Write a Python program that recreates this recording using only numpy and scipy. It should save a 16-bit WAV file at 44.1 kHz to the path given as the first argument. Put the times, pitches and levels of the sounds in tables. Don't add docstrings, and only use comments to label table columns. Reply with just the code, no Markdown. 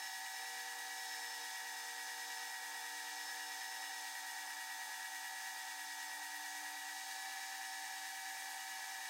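import sys
import numpy as np
from scipy import signal
from scipy.fft import rfft, irfft
from scipy.io import wavfile
from scipy.ndimage import uniform_filter1d

SR = 44100
rng = np.random.default_rng(int(sys.argv[2]) if len(sys.argv) > 2 else 0)


def dump(signal):
    limited = np.clip(np.atleast_2d(signal).T, -1, 1)
    pcm = np.round(limited * 32767).astype(np.int16)
    wavfile.write(sys.argv[1], SR, pcm)


N = 400868

PINION_TEETH, WHEEL_TEETH = 17, 104
MOTOR_TEETH, LAYSHAFT_GEAR_TEETH = 7, 47
# time in seconds, turns per second.
LAYSHAFT_SPEED = [(0.0, 56.61), (0.95, 56.65), (1.2, 56.36), (1.8, 56.19), (2.2, 56.34), (2.8, 56.14),
                  (3.7, 56.45), (4.15, 56.19), (5.0, 56.22), (5.35, 56.52), (5.9, 56.1), (6.7, 56.49),
                  (7.3, 57.13), (8.0, 56.83), (8.3, 56.99), (9.09, 56.82)]
# time in seconds, level in dB.
WHINE_LEVEL = [(0, -56), (0.22, -63), (0.42, -59), (0.72, -63.5), (1.08, -55.5), (1.45, -57), (1.6, -63.5),
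               (1.88, -62), (2.06, -58.5), (2.42, -58), (2.68, -66), (3.25, -59.5), (3.95, -59),
               (4.15, -67), (6.8, -69), (7.3, -61.5), (7.85, -62.5), (8.15, -68), (9.09, -64)]


def gear_mesh(shaft, wheel, loose_from_hz=56.65, loose_at_hz=56.88):
    contacts = 2 * PINION_TEETH * shaft
    looseness = ramp(curve(LAYSHAFT_SPEED), loose_from_hz, loose_at_hz)
    lead_db = -53.5 - 3.5 * looseness
    octave_db = -67 + 4 * slack() + 0.41 * whine_excess_db()
    lead = tone(contacts, waver_db=0.4, slip=0.1) * undb(lead_db)
    octave = tone(2 * contacts, waver_db=0.74, slip=0.54) * undb(octave_db)
    return lead * throb(wheel, depth=0.65, peak=0.485) + octave * throb(wheel, depth=0.2, peak=0.31)


def layshaft_tones(shaft, wheel):
    orders = [15, 16, 17, 24, 28, 30, 36, 51, 58, 62, 64, 66, 70, 76, 78, 86, 92, 110, 118, 124, 134]
    # level at full load in dB, change at light load in dB,
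    # throb depth from 0 to 1, loudest point as a fraction of the wheel's turn.
    partials = [(-90.5, -1, 0, 0.8), (-58, -3.5, 0.39, 1), (-61, -6, 0.56, 0.52), (-70.5, -14, 0.5, 1),
                (-69.5, -9.5, 0, .56), (-63.5, 7.5, 0.1, 0), (-76.5, 4, 0.6, 0.7), (-70, 2, 0.7, 0.57),
                (-79, 8, .3, .55), (-63.5, -10, 0.6, .68), (-76.5, 4.5, .3, 0.3), (-84, 10.5, 0.2, .55),
                (-75, 1.5, 0.6, 0.4), (-78, -3, 0.1, 0.4), (-70.5, 4.5, 0.2, 0.14), (-72, 5, .19, .99),
                (-65, -10.5, 0.8, 0.53), (-69, -8, .3, 0.9), (-74, 11, .3, 0.7), (-73.5, -1.5, .3, .55),
                (-73, -4, 0.2, 0.2)]
    return harmonics(shaft, orders, partials, wheel, waver_db=0.54, slip=0.27)


def motor_tones(motor, wheel):
    orders = [2, 4, 6]
    # level at full load in dB, change at light load in dB,
    # throb depth from 0 to 1, loudest point as a fraction of the wheel's turn.
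    partials = [(-59, 5, 0.46, 0.1), (-68, 0.5, .05, 0.13), (-69.5, 5.5, 0.14, 0.62)]
    return harmonics(motor, orders, partials, wheel, waver_db=0.5, slip=0.22)


def pinion_whine(motor, wheel, wobble_hz=8):
    # centre in seconds, length in seconds, level in dB.
    flares = [(3.26, .09, -68), (4.5, .07, -63), (5.9, 0.099, -67), (6.09, .1, -63)]
    contacts = 2 * MOTOR_TEETH * motor + np.cumsum(wobble_hz * walk(16)) / SR
    gain = undb(curve(WHINE_LEVEL)) + swells(flares)
    return tone(contacts, waver_db=1.7, slip=0.46) * gain * throb(wheel, depth=0.17, peak=0.31)


def tooth_squeaks(shaft):
    # centre in seconds, length in seconds, level in dB.
    rubs = [(2.317, .06, -61), (3.425, .1, -58), (3.67, 0.079, -62), (3.915, .06, -61), (5.276, .06, -57),
            (7.773, 0.045, -58), (8.107, .05, -62), (8.615, .08, -58), (8.73, .06, -62)]
    return tone(3 * PINION_TEETH * shaft, waver_db=0.8, slip=0.3) * swells(rubs)


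def gearbox_noise(shaft, wheel):
    knocks = rattle(shaft, wear=0.16, chance=0.98, jitter_s=40e-6)
    low = band(rng.standard_normal(N), 70, 1218) * throb(wheel, depth=0.45, peak=0.11)
    low *= undb(0.2 + 1.3 * walk(12))
    middle = band(knocks, 1165, 3120) * throb(wheel, depth=0.28, peak=0.43) * undb(0.42)
    spurts = 1 + 0.082 * np.cos(4 * np.pi * shaft) + 0.11 * np.cos(16 * np.pi * shaft)
    return housing(low + middle + tooth_rasp(shaft, wheel, spurts) + brush_hiss(shaft, wheel, spurts))


def rattle(shaft, wear, chance, jitter_s):
    contact = np.floor(2 * PINION_TEETH * shaft).astype(int)
    onsets = np.flatnonzero(np.diff(contact))
    tooth_error = rng.standard_normal(PINION_TEETH)
    worn_force = unit(tooth_error - tooth_error.mean())[contact[onsets] % PINION_TEETH]
    random_force, lateness = rng.standard_normal((len(onsets), 2)).T
    onsets = np.clip(onsets + np.round(lateness * jitter_s * SR).astype(int), 0, N - 1)
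    pulses = np.zeros(N)
    np.add.at(pulses, onsets, wear * worn_force + chance * random_force)
    return unit(pulses)


def tooth_rasp(shaft, wheel, spurts):
    scrape = rattle(shaft, wear=0.5, chance=0.75, jitter_s=22e-6)
    sliding = unit((rng.standard_normal(N) + 0.26 * scrape) * spurts)
    gain_db = 0.5 + 0.091 * whine_excess_db() + 0.48 * walk(12)
    return band(sliding, 2855, 7670) * throb(wheel, depth=0.06, peak=0.33) * undb(gain_db)


def brush_hiss(shaft, wheel, spurts):
    hiss = rng.standard_normal(N)
    ticks = rattle(shaft, wear=0.7, chance=0.7, jitter_s=8e-6)
    fizz = band(unit((hiss + 0.45 * ticks) * spurts), 7240, 20000)
    return fizz * throb(wheel, depth=0.17, peak=0.59) * undb(1.18 + 0.23 * walk(16))


def housing(excitation, size=8192):
    # frequency in Hz, spectral level in dB.
    colour = [(100, -142), (160, -127), (250, -112.5), (400, -109.2), (650, -107), (1100, -120.4),
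              (1450, -105.2), (2100, -106), (3200, -93.5), (6500, -93.5), (9000, -93.5), (9800, -99),
              (15500, -101.3)]
    # centre in Hz, width in Hz, lift in dB.
    panels = [(544, 82, 6), (610, 28, 5.5), (682, 25, 5), (779.7, 100.4, 20.5), (844.6, 49, 14.5),
              (938, 159, 19.5), (1059, 21, 10.5), (1108.5, 87, 16), (1250, 212, 20.5), (1568, 85, 7),
              (1685, 119, 13), (1829, 266, 23), (2068, 60, 8.5), (2120, 37, 5.5), (2280, 41, 8),
              (2362, 295, 13.5), (2737, 88, 9), (2870, 45, 8.5), (3240, 140, 1.5), (3460, 54, 5),
              (3600, 48, 1.5), (3860, 150, 3.5), (4400, 53, 2.5), (4570, 150, 4.5), (4854, 64, 4.5),
              (5290, 400, 3), (6110, 350, 7), (6570, 190, 5), (6900, 92, 4), (7650, 150, 5.5),
              (8060, 150, 4), (8450, 200, 3), (9070, 170, 4), (10300, 200, 2.5), (10850, 400, 3.5),
              (12100, 380, 6), (12850, 250, -0.5), (15250, 270, 1.5)]
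    hz = np.arange(size // 2 + 1) * SR / size + 1
    colour_hz, colour_db = np.transpose(colour)
    db = np.interp(np.log(hz), np.log(colour_hz), colour_db)
    db += sum(lift / (1 + (2 * (hz - centre) / width) ** 2) for centre, width, lift in panels)
    cepstrum = irfft(np.log(undb(db) * np.sqrt(SR / 2)))
    cepstrum[1:size // 2] *= 2
    cepstrum[size // 2 + 1:] = 0
    impulse_response = irfft(np.exp(rfft(cepstrum)))
    return signal.fftconvolve(excitation, impulse_response)[:N]


def gear_drone(shaft, start_s=0.15, attack_s=0.43, fade_from_s=3.77):
    t = np.arange(N) / SR
    age_s = np.maximum(t - start_s, 0)
    fading_s = np.maximum(t - fade_from_s, 0)
    envelope = ramp(age_s, 0, attack_s) * undb(-69.5 - 1.4 * age_s - 17 * fading_s) + undb(-95)
    return tone(PINION_TEETH * shaft / 2, waver_db=1.5, slip=0.065) * envelope


def stator_hum(hz=300):
    # time in seconds, level in dB.
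    levels = [(0, -79), (1, -76), (2.6, -75.5), (3.25, -72.5), (3.5, -75.5), (5.7, -77.8), (5.9, -73),
              (6.25, -73), (6.5, -70.3), (7.5, -77.5), (8, -75.7), (9.09, -77.5)]
    return tone(hz * np.arange(N) / SR, waver_db=1.6, slip=0.37) * undb(curve(levels))


def low_tones(shaft, dip_s=0.05):
    # centre in seconds, change in dB.
    dips = [(.31, -8), (1.58, -9), (2.55, -8), (4.15, -4)]
    t = np.arange(N) / SR
    dips_db = sum(db * np.exp(-((t - s) / dip_s) ** 2) for s, db in dips)
    return (gear_drone(shaft) + stator_hum()) * undb(dips_db)


def pusher(attack_s=0.0024, detune=0.083, size=8000):
    # start in seconds, level in dB.
    bumps = [(0.165, -74), (0.245, -85), (0.553, -71), (1.004, -83), (2.037, -75), (2.24, -76),
             (3.026, -76), (4.551, -78), (4.878, -78), (5.849, -73), (6.712, -79), (7.506, -81),
             (8.166, -81), (8.72, -77)]
    # frequency in Hz, relative level in dB, 60 dB decay time in seconds.
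    modes = [(174, -9.5, 0.14), (240, 1.5, 0.14), (349, 1, 0.11), (430, -1, .08), (544, 1, 0.076)]
    t = np.arange(size) / SR
    thuds = np.zeros(N + size)
    for start_s, db in bumps:
        tunings = 1 + detune * rng.standard_normal(len(modes))
        ring = sum(undb(mode_db - 60 * t / t60) * np.sin(2 * np.pi * hz * tuning * t)
                   for (hz, mode_db, t60), tuning in zip(modes, tunings))
        start = int(start_s * SR)
        thuds[start:start + size] += undb(db) * ring * (1 - np.exp(-t / attack_s))
    return band(thuds[:N], 127, 600)


def layshaft_turns(ripple_hz=0.13, bite_hz=0.07):
    speed = curve(LAYSHAFT_SPEED)
    wheel = np.cumsum(speed) / SR * PINION_TEETH / WHEEL_TEETH
    ripple = np.cos(2 * np.pi * (wheel - 0.27))
    bites = walk(5) * np.cos(np.pi * wheel) + walk(5) * np.sin(np.pi * wheel)
    return np.cumsum(speed + ripple_hz * ripple + bite_hz * bites) / SR


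def slack(full_hz=56.1, free_hz=57.15):
    return ramp(curve(LAYSHAFT_SPEED), full_hz, free_hz)


def throb(wheel, depth, peak):
    swing = depth * (1 - 0.31 * slack())
    return np.sqrt(np.maximum(1 + swing * np.cos(2 * np.pi * (wheel - peak)), 0))


def whine_excess_db():
    level_db = curve(WHINE_LEVEL)
    return level_db - level_db.mean()


def harmonics(turns, orders, partials, wheel, waver_db, slip):
    light = slack()
    return sum(tone(order * turns, waver_db, slip) * undb(db + light_db * light) * throb(wheel, depth, peak)
               for order, (db, light_db, depth, peak) in zip(orders, partials))


def tone(cycles, waver_db, slip):
    phase = 2 * np.pi * (cycles + rng.random()) + slip * walk(45)
    return np.sqrt(2) * np.sin(phase) * undb(waver_db * walk(25))


def swells(rows):
    t = np.arange(N) / SR
    return sum(undb(db) * np.exp(-(2 * (t - s) / length) ** 2) for s, length, db in rows)


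def band(x, lo_hz, hi_hz):
    hz = np.arange(N // 2 + 1) * SR / N + 1
    return irfft(rfft(x) / (1 + (lo_hz / hz) ** 16) / (1 + (hz / hi_hz) ** 16), N)


def walk(rate_hz):
    hold = int(SR / rate_hz)
    held = np.repeat(rng.standard_normal(N // hold + 1), hold)
    return unit(uniform_filter1d(uniform_filter1d(held, hold), hold)[:N])


def curve(rows):
    return np.interp(np.arange(N) / SR, *np.transpose(rows))


def ramp(x, start, end):
    return np.clip((x - start) / (end - start), 0, 1)


def unit(x):
    return x / np.sqrt(np.mean(x ** 2))


def undb(db):
    return 10 ** (np.asarray(db) / 20)


def scene():
    shaft = layshaft_turns()
    wheel = shaft * PINION_TEETH / WHEEL_TEETH
    motor = shaft * LAYSHAFT_GEAR_TEETH / MOTOR_TEETH
    gears = gear_mesh(shaft, wheel) + tooth_squeaks(shaft) + layshaft_tones(shaft, wheel)
    rotor = motor_tones(motor, wheel) + pinion_whine(motor, wheel)
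    sound = gears + rotor + low_tones(shaft) + pusher() + gearbox_noise(shaft, wheel)
    return np.array([sound, sound])


def record(dry):
    cutoff_hz = 15750
    return signal.sosfilt(signal.ellip(10, 0.1, 80, cutoff_hz, fs=SR, output="sos"), dry)


dry = scene()
out = record(dry)
dump(out)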